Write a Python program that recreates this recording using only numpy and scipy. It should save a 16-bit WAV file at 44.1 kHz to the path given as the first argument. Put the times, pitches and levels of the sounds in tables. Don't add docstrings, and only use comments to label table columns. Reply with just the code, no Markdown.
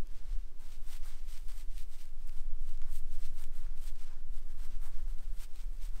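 import sys
import numpy as np
from scipy import signal
from scipy.fft import rfft, irfft
from scipy.io import wavfile
from scipy.ndimage import uniform_filter1d

SR = 44100
rng = np.random.default_rng(int(sys.argv[2]) if len(sys.argv) > 2 else 0)


def dump_mix(stems):
    frames = np.atleast_2d(stems).T
    limited = np.clip(frames, -1, 1)
    pcm = np.round(limited * 32767).astype(np.int16)
    wavfile.write(sys.argv[1], SR, pcm)


N = 264600


def brush():
    # (frequency [Hz], relative level [dB])
    tip_spectrum = [(5500, -48), (6800, -8), (8500, 1.5), (9300, 0.5), (10300, -5), (11500, -3.5),
                    (13200, 0.5), (14500, -6), (16000, -5)]
    drag_spectrum = [(1200, -25), (2000, 7.5), (3000, 10.5), (4500, 9), (6000, 8.5), (7000, 2), (9000, 1)]
    smear_spectrum = [(400, -6.5), (750, 2.5), (1000, 4), (1500, 4), (2200, -7.5), (3500, -51)]
    foam_db = -12
    tip_strokes, drag_strokes, smear_strokes = strokes()

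    bunch_db = 1.0 * walk(60) + 1.13 * walk(250)
    crowd = slips(rate=14000, spread_db=2.2) * undb(bunch_db)

    tips = tip_strokes * coloured(tip_spectrum, crowd) * undb(0.65 * walk(10))
    drag_noise = coloured(drag_spectrum, crowd) * undb(1.8 * walk(60))
    drag = drag_strokes * (drag_noise + undb(foam_db) * foam())
    smear = smear_strokes * coloured(smear_spectrum, crowd) * undb(0.4 * walk(30))
    return tips + drag + smear


def strokes():
    # (peak [s], swell [s], fade [s], bristle tips [dB], drag of the tuft [dB],
    # wet smear [dB]); swell and fade each span 10 dB
    stroke_table = [(0.169, 0.083, 0.065, -74.5, -67.5, -73), (0.286, 0.091, 0.22, -77, -69.5, -74),
                    (0.599, 0.008, 0.149, -73, -72, -71), (0.736, 0.1, 0.043, -70.5, -65.5, -76),
                    (0.933, 0.069, 0.05, -60, -58.0, -65), (1.059, 0.014, 0.047, -60.5, -63, -63),
                    (1.149, 0.16, 0.066, -71.5, -65.0, -68.5), (1.313, 0.051, 0.044, -66, -63, -74.0),
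                    (1.376, 0.1, 0.039, -65, -62.0, -70.5), (1.486, 0.0069, 0.075, -67.5, -65, -66.0),
                    (1.611, 0.168, 0.042, -66, -64.5, -73), (1.808, 0.088, 0.038, -64, -61, -73),
                    (1.927, 0.044, 0.071, -69, -69.5, -74.0), (2.013, 0.05, 0.066, -66.5, -64, -71.5),
                    (2.288, 0.028, 0.026, -71, -76, -76), (2.387, 0.2, 0.062, -72, -69, -73.5),
                    (2.698, 0.088, 0.055, -69, -66.5, -72.5), (2.837, 0.069, 0.14, -94.0, -71.0, -69),
                    (2.966, 0.065, 0.037, -60, -62.5, -77), (3.148, 0.066, 0.13, -68, -68, -72.5),
                    (3.257, 0.05, 0.042, -66.5, -61.0, -73), (3.427, 0.079, 0.037, -60.5, -62.5, -65.5),
                    (3.562, 0.03, 0.086, -66.5, -65.5, -74.0), (3.665, 0.24, 0.17, -92, -74, -71.5),
                    (3.861, 0.064, 0.05, -61.0, -63.0, -68.5), (4.02, 0.077, 0.063, -70.5, -67.5, -71.5),
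                    (4.095, 0.125, 0.12, -81.0, -72, -69.5), (4.381, 0.055, 0.022, -68, -67.5, -71),
                    (4.517, 0.16, 0.043, -76, -74.5, -74.5), (4.648, 0.077, 0.024, -65.5, -66, -64.5),
                    (4.751, 0.13, 0.046, -74, -67.5, -70.5), (4.851, 0.035, 0.05, -62.5, -65.5, -60.5),
                    (4.941, 0.028, 0.13, -72.5, -69, -69.5), (5.101, 0.048, 0.071, -69.5, -69, -70),
                    (5.185, 0.021, 0.19, -73, -70.5, -71), (5.34, 0.033, 0.013, -73.0, -73, -74),
                    (5.434, 0.062, 0.024, -59.0, -59.0, -65.0), (5.618, 0.12, 0.058, -69, -65.0, -71.0),
                    (5.748, 0.057, 0.088, -73, -73, -76.0), (5.844, 0.032, 0.045, -64, -61.0, -67.0),
                    (5.968, 0.055, 0.2, -71, -68, -67.5)]
    pointed = 1.4
    peak_s, swell_s, fade_s, *layers_db = np.transpose(stroke_table)[:, :, None]

    t = np.arange(0, N + 64, 64) / SR
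    side_s = np.where(t < peak_s, swell_s, fade_s)
    bell_db = -10 * (abs(t - peak_s) / side_s) ** pointed

    gains = []
    for db in layers_db:
        power = np.sum(undb(db + bell_db) ** 2, axis=0)
        gains.append(np.interp(np.arange(N) / SR, t, np.sqrt(power)))
    return gains


def slips(rate, spread_db):
    happens = rng.random(N) < rate / SR
    direction = np.sign(rng.standard_normal(N))
    return happens * direction * undb(spread_db * rng.exponential(size=N))


def foam():
    sharpness = 36
    pitches_hz = np.geomspace(706, 5980, num=24)
    bubbles = [ring(slips(rate=25, spread_db=2.0), hz, hz / sharpness) for hz in pitches_hz]
    return level(sum(bubbles), 0)


def foam_ticks():
    # (time [s], level [dB], pitch [Hz])
    tick_table = [(.0714, -53, 5000), (.5989, -60, 6070), (1.0376, -55, 2600), (1.0500, -52, 5000),
                  (1.4828, -51, 4420), (1.924, -55, 3200), (2.0553, -53, 3200), (2.275, -52, 8000),
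                  (2.2943, -52, 2800), (2.4044, -60, 8000), (2.7746, -50.5, 3870), (2.818, -49.5, 1900),
                  (3.4400, -47, 3100), (3.7757, -53, 2700), (4.6349, -50, 1200), (4.8176, -56.5, 2000),
                  (5.5588, -50, 8300), (5.9658, -54.5, 1630)]
    return knocks(tick_table, rise_s=.0001, t60=.005, noisy=1.3)


def soft_thump():
    # (time [s], level [dB], pitch [Hz])
    thump_table = [(3.3145, -45, 82)]
    return knocks(thump_table, rise_s=0.0031, t60=0.15, noisy=0.17)


def knocks(table, rise_s, t60, noisy):
    out = np.zeros(N + SR)
    t = np.arange(SR // 2) / SR
    fade = (1 - np.exp(-t / rise_s)) * np.exp(-np.log(1000) * t / t60)
    for s, db, hz in table:
        burst = level(ring(rng.standard_normal(len(t)), hz, 2 * hz), 0)
        tone = np.sin(2 * np.pi * hz * t)
        start = int(s * SR)
        out[start:start + len(t)] += undb(db) * fade * (tone + noisy * burst)
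    return out[:N]


def room():
    return hiss() + rumble() + hum() + low_mids()


def hiss():
    # (frequency [Hz], relative level [dB])
    hiss_spectrum = [(35, -22.5), (60, -6), (90, -10), (130, -11), (250, -22.5), (500, -23), (1000, -25),
                     (2000, -30), (4000, -33.5), (8000, -38), (12000, -42), (16000, -48)]
    hiss_db = -68.5
    return coloured(hiss_spectrum) * undb(hiss_db + 0.76 * walk(5.0))


def rumble():
    # (frequency [Hz], relative level [dB])
    rumble_spectrum = [(13, -14), (22, -5), (27.5, 12.5), (32, 1), (45, -12.5), (70, -22.5), (120, -42)]
    # (time [s], level [dB])
    rumble_level = [(0.04, -44.5), (0.4, -36.5), (0.58, -55), (0.78, -44), (1.87, -42.5), (1.92, -53.5),
                    (2.5, -41), (3.21, -45), (3.42, -56.5), (3.72, -37), (4.16, -54.5), (4.31, -37.5),
                    (4.41, -47), (4.61, -35), (4.67, -48), (4.8, -36.5), (4.92, -49), (4.97, -38),
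                    (5.12, -37.5), (5.18, -52), (5.3, -38.5), (5.55, -50), (5.61, -42.5), (5.96, -39.5)]
    return coloured(rumble_spectrum) * undb(curves(rumble_level)[0])


def hum():
    # (time [s], level [dB])
    hum_level = [(0.04, -80), (0.44, -94), (0.57, -81.5), (0.67, -100), (1.01, -87), (1.64, -85),
                 (1.72, -91), (3.83, -72), (4.0, -89), (4.05, -77), (4.21, -80.5), (4.69, -66), (4.79, -74),
                 (4.84, -91), (4.9, -72.5), (4.99, -80), (5.22, -67.5), (5.48, -77), (5.51, -99),
                 (5.76, -79), (5.93, -96), (5.96, -65.5)]
    return wavering(160.5, wander=0.0062, rate=6) * undb(curves(hum_level)[0])


def low_mids():
    # (time [s], level [dB])
    mids_level = [(0.05, -70.5), (0.08, -74), (0.18, -72.5), (2.05, -77.5), (2.78, -76), (2.81, -73),
                  (3.43, -74.5), (3.48, -65), (3.53, -75.5), (4.21, -72), (4.31, -74.5), (4.7, -71),
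                  (5.42, -74), (5.82, -71.5), (5.85, -78), (5.95, -71)]
    mids_spectrum = [(180, -2.0), (250, 2.5), (325, -5), (343, 5), (362, -4), (600, -6.5)]  # (Hz, dB)
    return coloured(mids_spectrum) * undb(curves(mids_level)[0])


def sway():
    # (centre [Hz], distance to the -30 dB points [Hz], rms level [dB])
    loose_modes = [(3.296, 2.59, -33), (5.7, 1.28, -39.5)]
    # (time [s], level [dB])
    throb_level = [(0, -33), (.5, -35), (1, -29), (1.5, -33), (2, -32.5), (2.5, -25), (3, -24.5),
                   (3.5, -26), (4, -29.5), (4.5, -28.5), (5, -27.5), (5.5, -36), (6, -32)]
    out = undb(curves(throb_level)[0]) * wavering(12, wander=0.029, rate=1.475)
    for hz, width_hz, db in loose_modes:
        peak = [(hz - width_hz, -30), (hz, 0), (hz + width_hz, -30), (40, -90)]
        out = out + level(coloured(peak), db)
    return out


def wavering(hz, wander, rate):
    pitch_hz = hz * (1 + wander * walk(rate))
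    cycles = np.cumsum(pitch_hz) / SR + rng.random()
    return np.sqrt(2) * np.sin(2 * np.pi * cycles)


def coloured(points, x=None):
    hz, db = np.transpose(points)
    f = np.maximum(np.arange(N // 2 + 1) * SR / N, 1)
    x = rng.standard_normal(N) if x is None else x
    shape_db = np.interp(np.log(f), np.log(hz), db, left=-90, right=-90)
    return level(irfft(rfft(x) * undb(shape_db), N), 0)


def ring(x, hz, width_hz):
    return signal.lfilter(*signal.iirpeak(hz, hz / width_hz, SR), x)


def walk(rate):
    k = int(SR / rate)
    held = np.repeat(rng.standard_normal(N // k + 1), k)
    return 1.264 * uniform_filter1d(uniform_filter1d(held, k), k)[:N]


def curves(table):
    s, *columns = np.transpose(table)
    return [np.interp(np.arange(N) / SR, s, c) for c in columns]


def level(x, db):
    return x * undb(db) / np.sqrt(np.mean(x ** 2))


def undb(db):
    return 10 ** (np.asarray(db) / 20)


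def scene():
    return (brush() + foam_ticks() + soft_thump() + room() + sway())[None]


def record(dry):
    top_hz = 15680
    sos = signal.ellip(12, .2, 80, top_hz, fs=SR, output="sos")
    return signal.sosfilt(sos, dry - dry[:, :1]) + dry[:, :1]


dry = scene()
out = record(dry)
dump_mix(out)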